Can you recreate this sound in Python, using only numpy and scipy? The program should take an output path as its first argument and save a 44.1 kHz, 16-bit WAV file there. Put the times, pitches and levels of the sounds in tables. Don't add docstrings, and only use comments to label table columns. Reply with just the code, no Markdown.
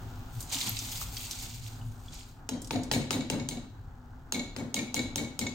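import sys
import numpy as np
from scipy import signal
from scipy.fft import rfft, irfft, next_fast_len
from scipy.io import wavfile
from scipy.ndimage import map_coordinates

SR = 44100
rng = np.random.default_rng(int(sys.argv[2]) if len(sys.argv) > 2 else 0)


def dump(signal):
    limited = np.clip(np.atleast_2d(signal).T, -1, 1)
    pcm = np.round(limited * 32767).astype(np.int16)
    wavfile.write(sys.argv[1], SR, pcm)


N = 244710
EVENT_TIME_S = np.arange(int(0.7 * SR)) / SR
SIDES = np.array([[1], [-1]])

# start_s, click_db, clack_db, shudder_db, rebound_db, drop_wait_s, drop_db
KNOCKS = [(2.49, -37.5, -36, -38, -58, 0.043, -49), (2.708, -52, -31, -30, -40.5, 0.05, -38.5),
          (2.914, -40, -27, -30.5, -29, 0.1, -42.5), (3.107, -37.5, -27.5, -31, -32.5, 0.1, -38.5),
          (3.3, -37, -31.5, -31, -40, 0.097, -38.5), (3.488, -37.5, -43.5, -39, -40.5, 0.082, -47),
          (4.3225, -33.5, -36.5, -34, -36, 0.071, -35.5), (4.5636, -50, -38, -36, -47, 0.035, -49.5),
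          (4.7427, -32.5, -38, -34, -34.5, .047, -34), (4.943, -34, -36, -33, -33.5, 0.048, -33),
          (5.158, -35.5, -37, -32.5, -35, 0.087, -46), (5.391, -32.5, -37.5, -35, -37, 0.075, -34)]
# clank_db, ting_db, thump_db
FLAT, TILTED = (-4.5, -9, 6.5), (1.65, -6, -2.5)
# time_s, flow_db, spray_db
POUR = [(0.3, -58, -65), (0.42, -53.5, -54), (0.48, -56, -68), (0.505, -43, -57), (0.525, -34, -48),
        (0.62, -37.5, -48), (0.69, -34.5, -51), (0.73, -44.5, -54), (0.86, -42, -49), (1.0, -42.5, -47),
        (1.025, -36, -39), (1.05, -55, -61), (1.17, -44, -49), (1.28, -42.5, -52.5), (1.5, -48.5, -58.5),
        (1.7, -54, -65), (1.85, -64.5, -72), (2.03, -63, -68), (2.15, -47.5, -69), (2.38, -73, -74)]
# start_s, level_db, centre_hz
TICKS = [(0.405, -23, 7350), (0.4257, -27.5, 7500), (0.5233, -26, 5500), (0.6116, -16, 3820),
         (0.7669, -18.5, 3700), (0.789, -17.5, 5960), (1.167, -21, 4560), (1.31, -17.5, 5900),
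         (2.6174, -27, 7940), (2.645, -29, 6200), (2.6722, -29.5, 6340), (2.8328, -26, 6160)]
# start_s, level_db, pitch_hz, t60_s
PLOPS = [(0.554, -31.5, 268, 0.11), (0.676, -26.5, 234, 0.068), (0.6952, -11.5, 12800, 0.0034),
         (0.821, -40, 280, 0.06), (1.015, -22, 1185, 0.0075), (1.176, -35, 3220, 0.034),
         (1.814, -47, 2900, 0.027), (2.083, -40.5, 3340, 0.035)]
# crest_s, length_s, level_db
HEAVES = [(0.088, 0.12, -46), (0.383, 0.062, -34), (0.705, 0.19, -36.5), (1.22, 0.15, -39.5),
          (1.63, 0.39, -40.5), (1.865, 0.33, -37.5)]

# pitch_hz, level_db, t60_s
STRAINER_MODES = [(2210, -7, .2), (3210, -6, 0.28), (3400, -7, 0.28), (3747, -17, 0.17), (3970, 1, 0.25),
                  (4130, -11, .22), (4443, -12, .2), (6200, 0, .12), (6360, 12, 0.065), (6900, -6, 0.18),
                  (8419, -12, 0.17), (8903, -2, .15), (9445, -13, 0.12), (13640, -3, .08)]
POT_WALL_MODES = [(436, -1, 0.097), (584, -12.5, 0.14), (882, 11.5, 0.062), (1424, 14, 0.014)]
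POT_CLANK_MODES = [(1860, -16, .045), (2210, 0, .055), (2300, -7, .045)]
GRATE_RATTLE_MODES = [(2860, -13, 0.017), (3555, -5, 0.053), (3800, 10, 0.014), (3973, 4, 0.041),
                      (4220, -2.5, 0.054), (4530, 1.5, 0.022)]
GRATE_TING_MODES = [(6140, 3, 0.076), (6500, -14, 0.032), (6820, 16, 0.049), (7100, 3, .06), (7460, 6, .06),
                    (8940, -22, 0.055)]
HOB_TOP_MODES = [(147, -1, 0.13), (239.8, 7, 0.074), (300, -11, 0.086), (403, -14, 0.062),
                 (558, -16, 0.062), (718, -8, 0.082)]

# freq_hz, density_db
CLICK_SPECTRUM = [(1500, -75), (3000, -6), (4800, -5.5), (5600, -6), (6600, 3.5), (7400, -3.5), (9300, -5),
                  (10300, -21.5), (12200, -18), (13500, -11.5), (16000, -23)]
CLACK_SPECTRUM = [(500, -8.5), (880, 2), (1200, -3), (2200, -2.5), (2750, 4), (3300, -4), (3900, -3),
                  (5200, 1), (6500, -7), (10000, -45)]
THUD_SPECTRUM = [(60, -29), (130, 10.5), (420, 8.5), (620, 3), (880, -3), (1500, -15.5), (2500, -19.5)]
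MESH_SPECTRUM = [(600, -34), (1300, -37), (2600, 5), (4000, 12.5), (5500, 1.5), (7500, 6.5), (9300, 10.5),
                 (10300, -3), (12200, 1), (13500, 4), (16000, 2)]
SHUDDER_SPECTRUM = [(40, -30), (75, -12.5), (100, 0.5), (190, -6.5), (245, 7.5), (300, -2.5), (400, -11),
                    (560, -8.5), (660, -16), (860, -16.5), (1300, -28), (2000, -24.5), (3000, -71)]
PATTER_SPECTRUM = [(800, -64), (1500, -18), (2200, -1.5), (2900, -2), (4500, 1), (5600, -3.5), (6700, 3),
                   (9200, -6.5), (10200, -38), (12500, -23.5), (16000, -41.5)]
SPRAY_SPECTRUM = [(5000, -11.5), (9000, 4.5), (10300, -8), (12200, -2), (13300, 7.5), (16000, 1.5)]
SPLASH_SPECTRUM = [(200, 13.5), (300, -12), (600, 6.5), (900, 13), (1600, 4), (3000, -39)]
BOIL_SPECTRUM = [(11, -29), (18, 4.5), (54, -6.5), (75, -12), (108, -5), (122, -11.5), (141, -15),
                 (171, -17.5), (212, -29.5), (248, -13.5), (279, -59), (354, -31), (420, -36.5),
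                 (550, -35.5), (920, -120)]
BURNER_SPECTRUM = [(130, -53), (220, -8), (248, 5.5), (306, -8), (352, -6.5), (389, -10), (541, -17.5),
                   (791, -4.5), (1100, -12), (1410, -10), (1600, -13), (1850, -20.5), (2400, -31.5),
                   (3120, -55), (5280, -120)]
FIZZ_SPECTRUM = [(1000, -10), (1900, -1), (3000, 4), (5000, -0.5), (6800, -0.5), (9300, -7.5),
                 (10200, -18.5), (12500, -6), (13300, -5), (16000, -0.5)]

# freq_hz, t60_s
KITCHEN_DECAY = [(150, 1), (700, 0.41), (2200, 0.64), (4500, 0.52), (8000, 0.39), (14000, 0.26)]
# freq_hz, correlation
COHERENCE = [(60, 0.99), (300, 0.92), (640, 0.76), (1400, 0.26), (3000, 0.032), (7000, 0.69), (15000, 0.26)]
# freq_hz, left_minus_right_db
MIC_BALANCE = [(60, 1.7), (250, 1), (1000, 1), (2400, 0.5), (4500, -1.5), (8000, 0.5), (14000, 3)]


def strainer_knocks():
    strike, hoop = np.zeros((2, N)), np.zeros((2, N))
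    snap = fade(t60_s=0.009, attack_s=0.0003) + 0.17 * fade(t60_s=0.045, attack_s=0.002)
    for start_s, click_db, clack_db, _, rebound_db, *_ in KNOCKS:
        click = amp(click_db + 12.5) * snap * noise(CLICK_SPECTRUM)
        clack = amp(clack_db + 7) * snap * noise(CLACK_SPECTRUM)
        thud = amp(clack_db) * fade(t60_s=0.035, attack_s=0.0034) * noise(THUD_SPECTRUM)
        wall = amp(clack_db - 1.7) * ring(POT_WALL_MODES, attack_s=0.00081, skew_rad=0.43, detune=0.0061)
        add(strike, start_s, click + clack + thud + wall)
        buzz = amp(rebound_db - 4.5) * fade(t60_s=0.091, attack_s=0.013) * noise(MESH_SPECTRUM)
        ring_db = (click_db + clack_db) / 2 - 5
        ringing = amp(ring_db) * ring(STRAINER_MODES, attack_s=0.0014, skew_rad=0.7, detune=0.004)
        shimmer = ring(STRAINER_MODES[-7:], attack_s=0.012, skew_rad=1.1, detune=0.007)
        add(hoop, start_s, buzz + ringing + amp(rebound_db - 9) * shimmer)
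    return kitchen(strike, wet_db=-9.5) + kitchen(hoop, wet_db=-2.5)


def pot_rocking():
    wall, chatter = np.zeros((2, N)), np.zeros((2, N))
    for start_s, *_, rebound_db, drop_wait_s, drop_db in KNOCKS:
        clank_db, ting_db, _ = grip(start_s)
        for contact_s, level_db in bounces(start_s, rebound_db) + [(start_s + drop_wait_s, drop_db)]:
            clank = ring(POT_CLANK_MODES, attack_s=0.011, skew_rad=0.75, detune=0.0091)
            add(wall, contact_s, amp(level_db + clank_db + 11.5) * clank)
            rattle = amp(7.5) * ring(GRATE_RATTLE_MODES, attack_s=0.0014, skew_rad=0.78, detune=0.0088)
            clack = amp(-4) * fade(t60_s=0.041, attack_s=0.0012) * noise(CLACK_SPECTRUM)
            ting = amp(ting_db + 6) * ring(GRATE_TING_MODES, attack_s=0.001, skew_rad=0.98, detune=0.003)
            add(chatter, contact_s, amp(level_db) * (rattle + clack + ting))
    return kitchen(wall, wet_db=-10.5) + kitchen(chatter, wet_db=-5.5)


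def bounces(start_s, level_db, flights_s=(0.021, 0.011, 0.0099), loss_db=5):
    return [(start_s + wait_s, level_db - loss_db * k) for k, wait_s in enumerate(np.cumsum(flights_s))]


def grip(time_s):
    return FLAT if time_s < 4 else TILTED


def hob_shudder(landing_s=0.045):
    shudder, booms = np.zeros((2, N)), np.zeros((2, N))
    swell = fade(t60_s=0.51, attack_s=0.033)
    for start_s, _, _, shudder_db, *_ in KNOCKS:
        add(shudder, start_s, amp(shudder_db + 0.5) * swell * noise(SHUDDER_SPECTRUM))
        *_, thump_db = grip(start_s)
        for wait_s in (landing_s, 1.85 * landing_s):
            boom = ring(HOB_TOP_MODES, attack_s=0.004, skew_rad=0.1, detune=0.022)
            add(booms, start_s + wait_s, amp(shudder_db + thump_db) * boom)
    return shudder + kitchen(booms, wet_db=-8)


def rice_pour(full_flow_db=-35):
    time_s = np.arange(N) / SR
    knots_s, *columns = np.transpose(POUR)
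    flow_db, spray_db = [np.interp(time_s, knots_s, column) for column in columns]
    pouring = np.interp(time_s, [0.25, 0.4, 2.3, 2.45], [0, 1, 1, 0])
    lumps_db = 1.8 * wobble(rate_hz=110) + 1.5 * wobble(rate_hz=35)
    crackle = 0.6 * wet_crackle(rate_hz=450, centre_hz=5800, t60_cycles=11)
    coarse, fine = grains(rate_hz=3500, scatter_db=4), grains(rate_hz=3000, scatter_db=4)
    patter = amp(flow_db + lumps_db - 2) * (spread(coarse, PATTER_SPECTRUM) + crackle)
    spray = amp(spray_db + lumps_db + 4.5) * spread(fine, SPRAY_SPECTRUM)
    splash_db = -47 + 1.74 * (flow_db - full_flow_db)
    splash = amp(splash_db) * spread(grains(rate_hz=1100, scatter_db=1), SPLASH_SPECTRUM)
    return kitchen(pouring * (patter + spray + splash), wet_db=-7.5)


def wet_crackle(rate_hz, centre_hz, t60_cycles):
    out, time_s = np.zeros((2, N)), EVENT_TIME_S[:SR // 80]
    count = int(rate_hz * N / SR)
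    starts_s = rng.random(count) * N / SR
    scatter = np.clip(rng.standard_normal((count, 3)), -2, 2)
    for start_s, (pitch, size, pan) in zip(starts_s, scatter):
        pitch_hz = centre_hz * np.exp(0.38 * pitch)
        click = plop(time_s, pitch_hz, t60_s=t60_cycles / pitch_hz)
        add(out, start_s, amp(5 * size + 3 * pan * SIDES) * click)
    return unit_rms(out)


def ticks_and_plops():
    out = np.zeros((2, N))
    tick = fade(t60_s=0.053, attack_s=0.00061)
    for start_s, level_db, hz in TICKS:
        spectrum = [(hz / 4, -32), (hz / 2, -10), (hz, 0), (hz * 2, -15), (hz * 4, -30)]
        add(out, start_s, amp(level_db - 13.5) * tick * noise(spectrum))
    for start_s, level_db, pitch_hz, t60_s in PLOPS:
        add(out, start_s, amp(level_db) * plop(EVENT_TIME_S, pitch_hz, t60_s))
    return kitchen(out, wet_db=-7.5)


def plop(time_s, pitch_hz, t60_s):
    envelope = amp(-60 * time_s / t60_s) * (1 - np.exp(-time_s * pitch_hz))
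    return envelope * np.sin(2 * np.pi * pitch_hz * time_s * (1 + 0.056 * time_s / t60_s))


def simmer(fade_s=(0.2, 1.9)):
    time_s = np.arange(N) / SR
    boil = amp(-40 - 1.22 * time_s + 2.2 * wobble(rate_hz=9)) * noise(BOIL_SPECTRUM, N)
    swells = sum(amp(level_db) * np.cos(np.pi * np.clip((time_s - crest_s) / length_s, -0.5, 0.5)) ** 2
                 for crest_s, length_s, level_db in HEAVES)
    heave = swells * noise([(60, -38), (92, -2), (112, 18.5), (130, -3), (180, -43)], N)
    burner_db = np.interp(time_s, fade_s, [-51.5, -57.5]) + 1.84 * wobble(rate_hz=17)
    burner = amp(burner_db) * noise(BURNER_SPECTRUM, N)
    bubbles = grains(rate_hz=500, scatter_db=6) + 1.5 * rng.standard_normal((2, N))
    fizz_db = np.interp(time_s, fade_s, [-56.5, -70])
    return boil + heave + burner + amp(fizz_db) * spread(bubbles, FIZZ_SPECTRUM)


def kitchen(direct, wet_db, buildup_s=0.0072):
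    out, block = direct.copy(), SR // 3
    for i in range(0, N, block):
        white = noise([(100, 0), (16000, 0)], SR // 2)
        freq_hz, time_s, bins = signal.stft(white, SR, nperseg=256)
        decay = amp(-60 * time_s / along(KITCHEN_DECAY, freq_hz)[:, None])
        _, tail = signal.istft(bins * decay, SR, nperseg=256)
        tail *= 1 - np.exp(-EVENT_TIME_S[:tail.shape[1]] / buildup_s)
        echoes = signal.fftconvolve(direct[:, i:i + block], tail / np.linalg.norm(tail[0]), axes=1)
        add(out, i / SR, amp(wet_db) * echoes)
    return out


def ring(modes, attack_s, skew_rad, detune):
    out, power = np.zeros((2, len(EVENT_TIME_S))), 0
    for pitch_hz, level_db, t60_s in modes:
        size, shift, skew, phase = rng.standard_normal(4)
        gain = amp(level_db + 3 * size)
        phase_rad = 2 * np.pi * phase + skew_rad * skew * SIDES
        time_s = EVENT_TIME_S[EVENT_TIME_S < 1.3 * t60_s]
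        tone = np.sin(2 * np.pi * pitch_hz * (1 + detune * shift) * time_s + phase_rad)
        out[:, :len(time_s)] += gain * amp(-60 * time_s / t60_s) * tone
        power += gain ** 2 / 2
    return out * (1 - np.exp(-EVENT_TIME_S / attack_s)) / np.sqrt(power)


def fade(t60_s, attack_s):
    shape = (1 - np.exp(-(EVENT_TIME_S / attack_s) ** 2)) * amp(-60 * EVENT_TIME_S / t60_s)
    return shape / shape.max()


def grains(rate_hz, scatter_db):
    hits = rng.random((2, N)) < rate_hz / SR
    size_db = scatter_db * np.clip(rng.standard_normal((2, N)), -2, 2)
    return unit_rms(hits * rng.choice([-1, 1], (2, N)) * amp(size_db))


def noise(spectrum, samples=len(EVENT_TIME_S)):
    return spread(rng.standard_normal((2, samples)), spectrum)


def spread(pair, spectrum):
    def response(hz):
        angle_rad = np.arccos(np.clip(along(COHERENCE, hz), -1, 1)) / 2
        return amp(along(spectrum, hz)) * [np.cos(angle_rad), np.sin(angle_rad)]
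    mid, side = filtered(pair, response)
    return unit_rms(np.array([mid + side, mid - side]))


def wobble(rate_hz):
    knots = rng.standard_normal(int(N * rate_hz / SR) + 4)
    return map_coordinates(knots, [np.arange(N) * rate_hz / SR])


def filtered(sound, response):
    samples = sound.shape[-1]
    padded = next_fast_len(samples + SR // 8)
    return irfft(rfft(sound, padded) * response(np.fft.rfftfreq(padded, 1 / SR)), padded)[..., :samples]


def along(points, hz):
    knots_hz, values = np.transpose(points)
    return np.interp(np.log(hz + 1), np.log(knots_hz + 1), values)


def add(track, start_s, sound):
    part = track[:, round(start_s * SR):][:, :sound.shape[-1]]
    part += sound[..., :part.shape[-1]]


def amp(level_db):
    return 10 ** (np.asarray(level_db) / 20)


def unit_rms(sound):
    return sound / np.sqrt(np.mean(sound ** 2) + 1e-20)


def scene():
    pan_db, lead_s = 0.61 * SIDES, 1.2e-5 * SIDES
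    knocks = strainer_knocks() + pot_rocking() + hob_shudder()
    knocks = filtered(knocks, lambda hz: amp(pan_db) * np.exp(2j * np.pi * hz * lead_s))
    return knocks + rice_pour() + ticks_and_plops() + simmer()


def record(dry):
    low_cut_hz, high_cut_hz = 38, 15950
    heard = filtered(dry, lambda hz: amp(along(MIC_BALANCE, hz) / 2 * SIDES))
    heard = filtered(heard, lambda hz: hz ** 2 / np.sqrt(hz ** 4 + low_cut_hz ** 4))
    return filtered(heard, lambda hz: 1 / np.sqrt(1 + (hz / high_cut_hz) ** 200))


dry = scene()
out = record(dry)
dump(out)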